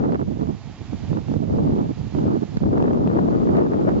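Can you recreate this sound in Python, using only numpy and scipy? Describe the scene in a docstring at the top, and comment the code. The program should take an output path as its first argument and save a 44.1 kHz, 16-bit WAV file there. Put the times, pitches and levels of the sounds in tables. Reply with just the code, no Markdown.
"""Uneven wind gusts buffet the two ports of a small stereo microphone beside a calm pond.
Each port has its own rumble, louder and brighter as the air speeds up; the hardest eddies land as
small bumps. Faint outdoor air and hiss lie below. The recorder limits each port's peaks and widens
the wind by feeding each side, inverted, into the other."""
import sys
import numpy as np
from scipy import signal
from scipy.io import wavfile
from scipy.ndimage import uniform_filter1d, minimum_filter1d

SR = 44100
rng = np.random.default_rng(int(sys.argv[2]) if len(sys.argv) > 2 else 0)


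def wav_out(sig):
    """Save sig, one row per channel (or a flat mono array), as 16-bit PCM at SR to the path in sys.argv[1]."""
    wavfile.write(sys.argv[1], SR, np.round(np.clip(np.atleast_2d(sig).T, -1, 1) * 32767).astype(np.int16))


N = 176400


def wind_rumble(force_db):
    """Turbulence at one port. Stronger wind sheds smaller eddies: level and brightness rise together."""
    # Each row: time in seconds, spectrum shift in octaves.
    colour = [(0, -0.12), (.06, 0.37), (.1, 0.24), (.15, 0.43), (.18, 0.044), (.3, -0.3), (.45, -0.17),
              (.8, -0.49), (1.12, -0.45), (1.175, 0.23), (1.25, -0.48), (1.4, -0.45), (1.62, -0.23),
              (1.82, 0.016), (2.02, -0.62), (2.27, -0.06), (2.36, 0.14), (2.55, -0.43), (2.7, -0.3),
              (2.8, 0.32), (2.98, -0.0087), (3.2, 0.1), (3.5, 0.057), (3.58, 0.28), (3.66, 0.49),
              (3.75, 0.21), (4, 0.056)]
    # Each row: frequency in Hz, relative density in dB.
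    spectrum = [(20, -3), (45, -3.5), (85, 0), (150, 3.5), (280, 6), (420, -5), (650, -12.5), (1000, -19),
                (1500, -39), (2300, -57.5), (4000, -73), (8000, -91)]
    reference_db, rumble_db = -17, -17  # reference force; rumble level there, ahead of the limiter
    octaves_per_db, eddy_octaves, eddy_db = 0.0647, 0.24, 0.67
    colour_octaves, = curves(colour)
    over_db = force_db - reference_db
    eddies = drift(rate_hz=90)
    shift_octaves = colour_octaves + octaves_per_db * over_db + eddy_octaves * eddies
    churn = from_db(eddy_db * eddies) * band_noise(spectrum, shift_octaves)
    window = int(0.043 * SR)  # over this span the level follows the force alone
    power = uniform_filter1d(uniform_filter1d(churn ** 2, window), window)
    return from_db(rumble_db + over_db) * churn / np.sqrt(power)


def eddy_bumps():
    """A hard eddy kicks the ports into a heavily damped swing; many start with a short, dry crack."""
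    # Each row: start in seconds, signed left gain, signed right gain, frequency in Hz, crack share.
    bumps = [(.049, 0.014, 0.62, 447, 0.023), (0.1215, 0.39, 0.53, 450, 0.15),
             (0.146, 0.093, 0.46, 1500, 0.12), (.156, 0.28, -0.6, 810, 0.01), (.194, -0.14, 0.12, 600, 0),
             (0.215, 0.021, -0.44, 1010, .02), (.412, 0.27, -0.049, 806, .03),
             (0.472, -0.097, 0.24, 500, 0), (0.495, 0.25, 0.34, 220, 0), (.8153, -0.13, -0.2, 180, 0),
             (0.9323, -0.36, -0.58, 213, 0), (1.13, 0.35, 0.43, 550, .06), (1.171, 0, 0.39, 915, .04),
             (1.2843, 0.053, 0.3, 587, 0.021), (1.3155, -0.4, -0.27, 350, 0.051),
             (1.3394, 0.12, .7, 330, 0.069), (1.366, 0.34, 0.97, 127, 0), (1.437, -0.083, -0.29, 415, 0.06),
             (1.4985, -0.12, -0.33, 500, 0), (1.724, 0.5, 0.88, 150, 0), (2.011, .1, 0.72, 90.5, 0.01),
             (2.15, 0.46, 0.84, 270, 0.045), (2.189, 0, 0.78, 500, 0.013), (2.264, 0.86, 0.51, 150, 0.011),
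             (2.276, 0.81, 0.56, 200, 0.023), (2.5706, -0.12, 1, 167, 0.16), (2.605, 0.084, .16, 605, 0),
             (2.638, 0, -0.51, 850, 0.016), (2.732, 0.088, 0.48, 500, 0.079),
             (2.7793, -.7, -0.41, 690, .17), (2.8251, -0.85, -0.33, 450, .14), (2.933, 1, 0.51, 252, 0.068),
             (3.0746, -1.02, -0.74, 410, .13), (3.184, -0.99, -0.23, 300, 0),
             (3.327, -0.079, -0.25, 1100, 0.1), (3.495, -0.39, -0.24, 330, .02),
             (3.5694, -0.87, -0.12, 450, .17), (3.622, 0.79, 0.059, 400, 0), (3.735, -0.2, -0.49, 950, 0.1),
             (3.89, -1.04, -0.72, 610, 0.085), (3.895, 0.19, 0.67, 900, 0)]
    t60_cycles, swing_top_hz = 2, 1710
    crack_t60_s, crack_top_hz = 0.011, 2480
    out = np.zeros((2, N + SR))
    t = np.arange(SR // 20) / SR
    for start_s, left, right, hz, crack_share in bumps:
        swing = np.sin(2 * np.pi * hz * t) * from_db(-60 * hz * t / t60_cycles)
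        swing = signal.sosfilt(signal.butter(2, swing_top_hz, fs=SR, output="sos"), swing)
        crack = rng.standard_normal(len(t)) * from_db(-60 * t / crack_t60_s)
        crack = signal.lfilter(*signal.butter(2, crack_top_hz, fs=SR), crack)
        start = int(start_s * SR)
        out[:, start:start + len(t)] += np.outer([left, right], swing + crack_share * crack)
    return out[:, :N]


def limit(port, threshold_db=-1.5, attack_s=0.00067, release_db_per_s=158):
    """A fast limiter holds down the peaks of one port."""
    over_db = np.maximum(20 * np.log10(np.abs(port) + 1e-9) - threshold_db, 0)
    release_db = release_db_per_s * np.arange(N) / SR
    gain_db = release_db - np.maximum.accumulate(over_db + release_db)
    window = int(attack_s * SR)
    return port * from_db(uniform_filter1d(minimum_filter1d(gain_db, window), window))


def widen(ports, share=0.62, low_hz=464):
    """Each side receives the other, inverted and without its bass."""
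    cross_feed = signal.lfilter(*signal.butter(1, low_hz, "high", fs=SR), ports[::-1])
    return ports - share * cross_feed


def background():
    """Distant open air, alike in both ports, and a thin hiss that reaches the right port first."""
    # Each row of both spectra: frequency in Hz, density in dB.
    air = [(20, -80.5), (80, -77), (250, -68), (500, -91), (880, -76.5), (1200, -95), (2000, -96),
           (4000, -100), (7000, -108)]
    hiss = [(500, -100), (1300, -87), (2200, -88), (3400, -89), (5000, -92.5), (6800, -96.5), (8000, -109)]
    # Each row: time in seconds, gain on air and hiss in dB.
    gains = [(0, -2), (.25, -1.5), (.6, 1), (.87, 3), (1.1, 4), (1.2, 1), (1.32, 3), (1.39, -0.6),
             (1.75, 0.5), (2.15, 3), (2.3, 0.5), (2.52, 2.5), (2.7, -2), (3.1, -1.5), (3.4, 0), (3.7, -1.5),
             (4, 0.5)]
    left_own_db, leak_db, lag_s = -21, -14.5, 0.00007
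    gain_db, = curves(gains)
    t = np.arange(N) / SR
    right = band_noise(hiss)
    leak = from_db(leak_db) * np.interp(t - lag_s, t, right)
    left = from_db(left_own_db) * band_noise(hiss) + leak
    return from_db(gain_db) * (band_noise(air) + np.array([left, right]))


def band_noise(spectrum, shift_octaves=0):
    """Half-octave noise bands following a density spectrum that slides in frequency."""
    hz, density_db = np.transpose(spectrum)
    edges_hz = 20 * 2 ** np.arange(0, 9.1, 0.5)
    white = rng.standard_normal((2, N + SR // 2)) * np.sqrt(SR / 2)
    out = 0
    for k, band_hz in enumerate(zip(edges_hz, edges_hz[1:])):
        band = signal.sosfilt(signal.butter(2, band_hz, "band", fs=SR, output="sos"), white[k % 2])
        band = signal.sosfilt(signal.butter(2, 2 * band_hz[1], fs=SR, output="sos"), band)[-N:]
        octave = np.mean(np.log2(band_hz)) - shift_octaves
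        out = out + band * from_db(np.interp(octave, np.log2(hz), density_db))
    return out


def drift(rate_hz):
    """Smooth random motion with unit standard deviation."""
    pole = np.exp(-2 * np.pi * rate_hz / SR)
    slow = signal.lfilter([1], [1, -2 * pole, pole * pole], rng.standard_normal(N + SR))[SR:]
    return slow / slow.std()


def curves(rows):
    """Each value column of a timed table, interpolated to every sample."""
    times_s, *columns = np.transpose(rows)
    return [np.interp(np.arange(N) / SR, times_s, column) for column in columns]


def from_db(db):
    """Decibels to gain."""
    return 10 ** (np.asarray(db) / 20)


def scene():
    """Rumble and bumps on both ports, limited, low-cut and widened, over the background."""
    # Each row: time in seconds, wind force on that port in dB.
    gusts_left = [(0.0, -14.5), (0.11, -25.5), (0.14, -20.5), (0.17, -27.5), (0.23, -28.0), (0.37, -33),
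                  (0.41, -31.5), (0.54, -39), (0.57, -43), (0.9, -50), (0.93, -38), (1.01, -38),
                  (1.15, -24), (1.24, -42.0), (1.31, -27), (1.47, -33), (1.5, -17.5), (1.57, -20),
                  (1.61, -18.5), (1.71, -18.5), (1.78, -21.5), (1.86, -25), (1.89, -24.5), (1.97, -39.5),
                  (2.07, -30.5), (2.12, -53), (2.17, -25), (2.27, -17.5), (2.37, -25.5), (2.49, -51),
                  (2.57, -21), (2.59, -31), (2.66, -13), (2.69, -17), (2.88, -17.5), (2.99, -18.5),
                  (3.06, -17.5), (3.1, -17.5), (3.19, -15), (3.23, -17), (3.32, -16.5), (3.54, -17),
                  (3.57, -13.5), (3.69, -20.5), (3.77, -17), (3.83, -19.5), (3.87, -15), (3.97, -19.5),
                  (3.997, -20.5)]
    gusts_right = [(0.0, -24), (0.05, -18), (0.08, -17.5), (0.11, -16.5), (0.18, -22.5), (0.22, -16.5),
                   (0.25, -29.5), (0.28, -17.5), (0.37, -24.5), (0.42, -16), (0.45, -22), (0.5, -18),
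                   (0.6, -35.5), (0.69, -27.5), (0.77, -39.5), (0.81, -27), (0.87, -33), (0.93, -20),
                   (0.98, -29), (1.04, -22.5), (1.07, -25.5), (1.115, -14), (1.145, -21.5), (1.175, -18.5),
                   (1.24, -27.5), (1.3, -18), (1.47, -19.5), (1.59, -17), (1.73, -16.5), (1.75, -19.5),
                   (1.8, -16), (1.88, -23.5), (1.91, -18.0), (1.94, -31.5), (1.99, -22.5), (2.03, -24),
                   (2.07, -22), (2.11, -29), (2.15, -17.5), (2.32, -17.5), (2.37, -16.5), (2.41, -24.5),
                   (2.43, -16), (2.46, -30.5), (2.55, -23), (2.57, -23.5), (2.6, -30), (2.62, -15.5),
                   (2.67, -20.5), (2.74, -18.0), (2.84, -17), (2.86, -18.0), (3.0, -19), (3.06, -17),
                   (3.11, -24.5), (3.14, -17.5), (3.42, -20), (3.5, -15.5), (3.52, -15), (3.63, -18.5),
                   (3.69, -21.5), (3.74, -21.5), (3.83, -19), (3.97, -17.5), (3.997, -17.5)]
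    port_low_hz = 78.6  # the ports lose the deepest rumble
    forces_db = curves(gusts_left) + curves(gusts_right)
    ports = [limit(wind_rumble(force_db) + bumps) for force_db, bumps in zip(forces_db, eddy_bumps())]
    ports = signal.sosfilt(signal.butter(2, port_low_hz, "high", fs=SR, output="sos"), np.array(ports))
    return widen(ports) + background()


def record(dry):
    """Short fade-out, then a steep treble cut."""
    fade_s, cutoff_hz = 0.005, 7400
    fade = np.minimum(np.arange(N)[::-1] / (fade_s * SR), 1)
    return signal.sosfilt(signal.ellip(10, 0.2, 70, cutoff_hz, fs=SR, output="sos"), dry * fade)


dry = scene()
out = record(dry)
wav_out(out)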